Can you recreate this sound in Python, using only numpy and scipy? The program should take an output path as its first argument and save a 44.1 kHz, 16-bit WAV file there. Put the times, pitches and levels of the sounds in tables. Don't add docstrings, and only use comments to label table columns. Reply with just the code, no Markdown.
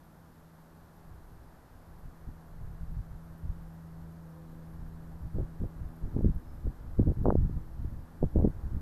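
import sys
import numpy as np
from scipy import signal
from scipy.fft import rfft, irfft, next_fast_len
from scipy.io import wavfile
from scipy.ndimage import uniform_filter1d

SR = 44100
rng = np.random.default_rng(int(sys.argv[2]) if len(sys.argv) > 2 else 0)


def generate_wav(sig):
    pcm = np.round(np.clip(np.atleast_2d(sig).T, -1, 1) * 32767).astype(np.int16)
    wavfile.write(sys.argv[1], SR, pcm)


N = 388521
TIME = np.arange(N) / SR


def gain_of(db):
    return 10 ** (np.asarray(db) / 20)


def spectrum_db(points, hz):
    f, level_db = np.transpose(points)
    return np.interp(np.log(hz + 1), np.log(f + 1), level_db)


def follow(rows):
    times, *columns = np.transpose(rows)
    return [np.interp(TIME, times, column) for column in columns]


def add(mix, start_s, sound):
    part = mix[round(start_s * SR):][:len(sound)]
    part += sound[:len(part)]


def noise(shape):
    size = next_fast_len(N)
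    white = rfft(rng.standard_normal(size))
    shaped = irfft(white * shape(np.fft.rfftfreq(size, 1 / SR)), size)[:N]
    return shaped / np.sqrt(np.mean(shaped ** 2) + 1e-20)


def drift(rate_hz):
    return noise(lambda f: np.exp(-(f / rate_hz) ** 2))


def hiss():
    # (frequency [Hz], spectral density [dB])
    colour = [(500, -7.5), (2500, -2.5), (4200, -1.5), (6500, -5), (8500, -6), (10500, -4), (12100, -4),
              (13000, 0), (14300, -5.5)]
    # (time [s], level [dB])
    ticks = [(1.995, -72), (3.379, -68), (5.222, -69), (5.888, -70), (5.962, -68), (6.347, -68)]
    steady = gain_of(-72) * noise(lambda f: gain_of(spectrum_db(colour, f)))
    treble_gain = gain_of(-83 + 3 * drift(30) + 1.3 * drift(7))
    for s, db in ticks:
        add(treble_gain, s, gain_of(db) * np.exp(-TIME[:SR // 10] / 0.0056))
    return steady + treble_gain * noise(lambda f: np.exp(-((f - 11800) / 1200) ** 2))


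def traffic():
    # (frequency [Hz], spectral density [dB])
    colour = [(15, -1), (55, -0.5), (130, -3), (220, -4.5), (330, -10.5), (450, -11.5), (850, -10.5),
              (1200, -14.5), (1700, -18.5), (2200, -29.5), (3200, -45)]
    # (time [s], level [dB])
    swell = [(0, -58), (1.5, -57), (3, -56.5), (4.5, -57), (5.5, -56), (6.6, -56.5), (7.7, -57),
             (8.81, -55.5)]
    murmur = noise(lambda f: gain_of(spectrum_db(colour, f)))
    return murmur * gain_of(follow(swell)[0] + 0.08 * drift(5))


def bird():
    # (time [s], frequency [Hz], level [dB])
    note = [(6.41, 5190, -96), (6.46, 5200, -86), (6.5, 5220, -78), (6.54, 5170, -89), (6.68, 5210, -96)]
    hz, level_db = follow(note)
    sounding = (TIME > note[0][0]) & (TIME < note[-1][0])
    cycles = np.cumsum(hz * (1 + 0.002 * drift(40))) / SR
    return np.sqrt(2) * sounding * gain_of(level_db) * np.sin(2 * np.pi * cycles)


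def moan(peak_s=4.43, width_s=0.28, hz=512, width_hz=10, level_db=-65):
    swell = np.exp(-((TIME - peak_s) / width_s) ** 2)
    return gain_of(level_db) * swell * noise(lambda f: np.exp(-((f - hz) / width_hz) ** 2))


def engine():
    # (time [s], firing rate [Hz], level [dB], gain of upper harmonics and rush [dB])
    drone = [(0, 81.64, -60, -1), (1.2, 82.1, -60.5, 2.5), (1.7, 81.9, -66.5, 7.5), (2.3, 81.2, -56, 1.5),
             (3.2, 81.1, -50.5, -9), (3.8, 82.04, -49, -3), (4.5, 80.9, -49.5, -1), (5.3, 81.8, -48.5, -1),
             (6, 81.54, -53, 4.5), (6.55, 81.36, -66, 17), (7.7, 80.75, -55, 3.5), (8.81, 81.9, -58, 9)]
    # (harmonic number, relative level [dB])
    harmonics = [(1, -7), (2, 0), (3, -15), (4, -15), (5, -21), (6, -28.5), (7, -28), (8, -33.5)]
    # (centre frequency [Hz], width [Hz], relative level [dB])
    exhaust = [(276, 48, 1), (480, 40, -6)]
    firing_hz, level_db, bright_db = follow(drone)
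    cycles = np.cumsum(firing_hz * (1 + 0.00385 * drift(5.33))) / SR
    tone = np.zeros(N)
    for k, db in harmonics:
        upper = k > 2
        fading_db = (2.5 if upper else 0.7) * drift(4.1)
        partial = np.sin(2 * np.pi * (k * cycles + rng.random()))
        tone += gain_of(db + upper * bright_db + fading_db) * partial
    rush = noise(lambda f: sum(gain_of(db) * np.exp(-((f - hz) / width) ** 2)
                               for hz, width, db in exhaust))
    return gain_of(level_db) * (np.sqrt(2) * tone + gain_of(bright_db - 16.5) * rush)


def airflow(lumps_db=5, breeze_reach_hz=103):
    # (time [s], level [dB])
    breeze = [(0, -78), (0.95, -72), (1.1, -56.5), (1.9, -56.5), (2.5, -49), (3.7, -50), (4.1, -62),
              (4.45, -66), (4.57, -52), (5.0, -45.5), (5.55, -49), (6.5, -48.5), (7.6, -46), (8.81, -46)]
    # (peak time [s], duration [s], level [dB], reach [Hz])
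    gusts = [(1.14, 0.16, -48, 116), (1.425, 0.095, -52.5, 102), (1.758, 0.08, -49, 98),
             (2.064, 0.062, -40, 125), (2.297, 0.043, -38.5, 170), (2.615, 0.28, -48.5, 108),
             (2.828, 0.037, -32.5, 105), (2.912, 0.072, -35, 153), (2.988, 0.045, -30.5, 123),
             (3.134, 0.067, -40, 115), (3.454, 0.039, -32, 146), (3.505, 0.04, -36, 120),
             (3.606, 0.15, -44, 107), (5.247, 0.064, -35, 196), (5.386, 0.079, -27.5, 292),
             (5.446, .04, -39, 180), (5.63, 0.059, -29, 276), (5.818, 0.087, -33, 153),
             (6.056, 0.063, -30.5, 223), (6.175, 0.086, -31.5, 402), (6.269, 0.074, -22, 249),
             (6.364, 0.052, -31, 214), (6.674, 0.053, -27.5, 198), (6.885, 0.17, -39.5, 120),
             (7.008, 0.052, -21.5, 310), (7.088, 0.061, -25, 290), (7.205, 0.072, -27.5, 225),
             (7.29, 0.084, -25.5, 605), (7.411, .12, -23.5, 179), (7.551, 0.091, -33, 208),
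             (7.828, .11, -31.5, 147), (7.936, 0.16, -38.5, 160), (8.241, 0.046, -24.5, 400),
             (8.396, 0.087, -24, 339.5), (8.461, 0.063, -26, 380), (8.566, .06, -37.5, 98),
             (8.66, 0.046, -31, 200), (8.75, 0.073, -30.5, 230)]
    power = gain_of(follow(breeze)[0] + lumps_db * drift(4)) ** 2
    weighted_reach = power * breeze_reach_hz
    for s, length, db, reach_hz in gusts:
        near = slice(max(round((s - 2 * length) * SR), 0), round((s + 2 * length) * SR))
        age = (TIME[near] - s) / length
        rise, fall = abs(age / 0.555) ** 3.5, abs(age / 0.6) ** 2.6
        swell = np.exp(-np.where(age < 0, rise, fall))
        gust_power = (gain_of(db) * swell) ** 2
        power[near] += gust_power
        weighted_reach[near] += gust_power * reach_hz * swell ** 0.28
    return 10 * np.log10(power), weighted_reach / power


def turbulence(level_db, reach_hz, pivot_hz=57.5, flutter_db=7.5):
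    # (frequency [Hz], spectral density [dB])
    buffet = [(10, 4), (45, 0.9), (100, 0.8), (200, -2), (320, -3), (600, -10), (1200, 2), (2200, -40)]
    centres = 1500 * np.linspace(0, 1, 13) ** 2
    widths = np.gradient(centres)
    flutter = drift(59)
    pressure = np.zeros(N)
    for hz, width, triangle in zip(centres[1:-1], widths[1:-1], np.eye(len(centres))[1:-1]):
        band = noise(lambda f: np.sqrt(np.interp(f, centres, triangle)))
        envelope = abs(signal.hilbert(band, next_fast_len(N))[:N])
        power = uniform_filter1d(envelope ** 2 / 2, size=1000)
        steadied = band / np.sqrt(power + 0.14)
        colour_db = spectrum_db(buffet, hz) - 20 * max(hz - pivot_hz, 0) / reach_hz
        clumps_db = flutter_db * min(hz / 300, 1) * flutter
        pressure += steadied * np.sqrt(width / 110) * gain_of(colour_db + clumps_db)
    return pressure * gain_of(level_db)


def shed_eddies(level_db, reach_hz, per_s=80, min_reach_hz=240):
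    at = np.flatnonzero(rng.random(N) < per_s / SR)
    strength, spread = rng.standard_normal((len(at), 2)).T
    peak_db = level_db[at] - 5.5 + 0.5 * strength
    centre_hz = 213 * np.exp(0.15 * spread)
    rows = np.column_stack([TIME[at], peak_db, centre_hz])
    return list(rows[reach_hz[at] > min_reach_hz])


def eddy_pops(rows, rolloff=1.63, edge_hz=2300):
    pressure, window = np.zeros(N), np.hanning(4096)
    f = np.fft.rfftfreq(len(window), 1 / SR)
    for (s, db, hz), angle in zip(rows, rng.uniform(0, 2 * np.pi, len(rows))):
        spectrum = f / hz * np.exp(-(f / hz) ** rolloff / rolloff) * np.exp(-(f / edge_hz) ** 8)
        analytic = np.fft.fftshift(np.fft.ifft(spectrum, len(window))) * window
        pulse = (analytic * np.exp(1j * angle)).real / abs(analytic).max()
        add(pressure, s - len(window) / 2 / SR, gain_of(db) * pulse)
    return pressure


def wind():
    # (time [s], envelope peak level [dB], centre frequency [Hz])
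    hard_eddies = [(2.29, -35, 130), (2.99, -27, 59.3), (3.5, -25.5, 45), (5.386, -23.5, 235),
                   (5.638, -30, 236.2), (6.167, -20.5, 213.4), (6.21, -24, 250), (6.247, -13.5, 175),
                   (6.67, -27.5, 220), (6.995, -20.5, 236), (7.085, -24, 260), (7.101, -25.5, 239.3),
                   (7.12, -24, 226.8), (7.257, -14, 423), (7.266, -12.5, 295), (7.285, -10.5, 276),
                   (7.305, -12, 478), (7.325, -15, 254), (7.355, -12, 243), (7.497, -28, 170.1),
                   (7.849, -27, 135), (8.229, -13.5, 265), (8.238, -17, 253.4), (8.36, -14, 218.7),
                   (8.388, -23, 290.5), (8.4, -20.5, 263.3), (8.425, -21, 230), (8.445, -21, 244.4),
                   (8.476, -16, 174)]
    level_db, reach_hz = airflow()
    rumble = turbulence(level_db, reach_hz)
    return rumble + eddy_pops(list(hard_eddies) + shed_eddies(level_db, reach_hz))


def scene():
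    return (traffic() + engine() + bird() + hiss() + wind() + moan())[None]


def record(dry, edge_hz=14300):
    lowpass = signal.firwin(1023, edge_hz, window=("kaiser", 9), fs=SR)
    return signal.oaconvolve(dry, lowpass[None], "same")


dry = scene()
out = record(dry)
generate_wav(out)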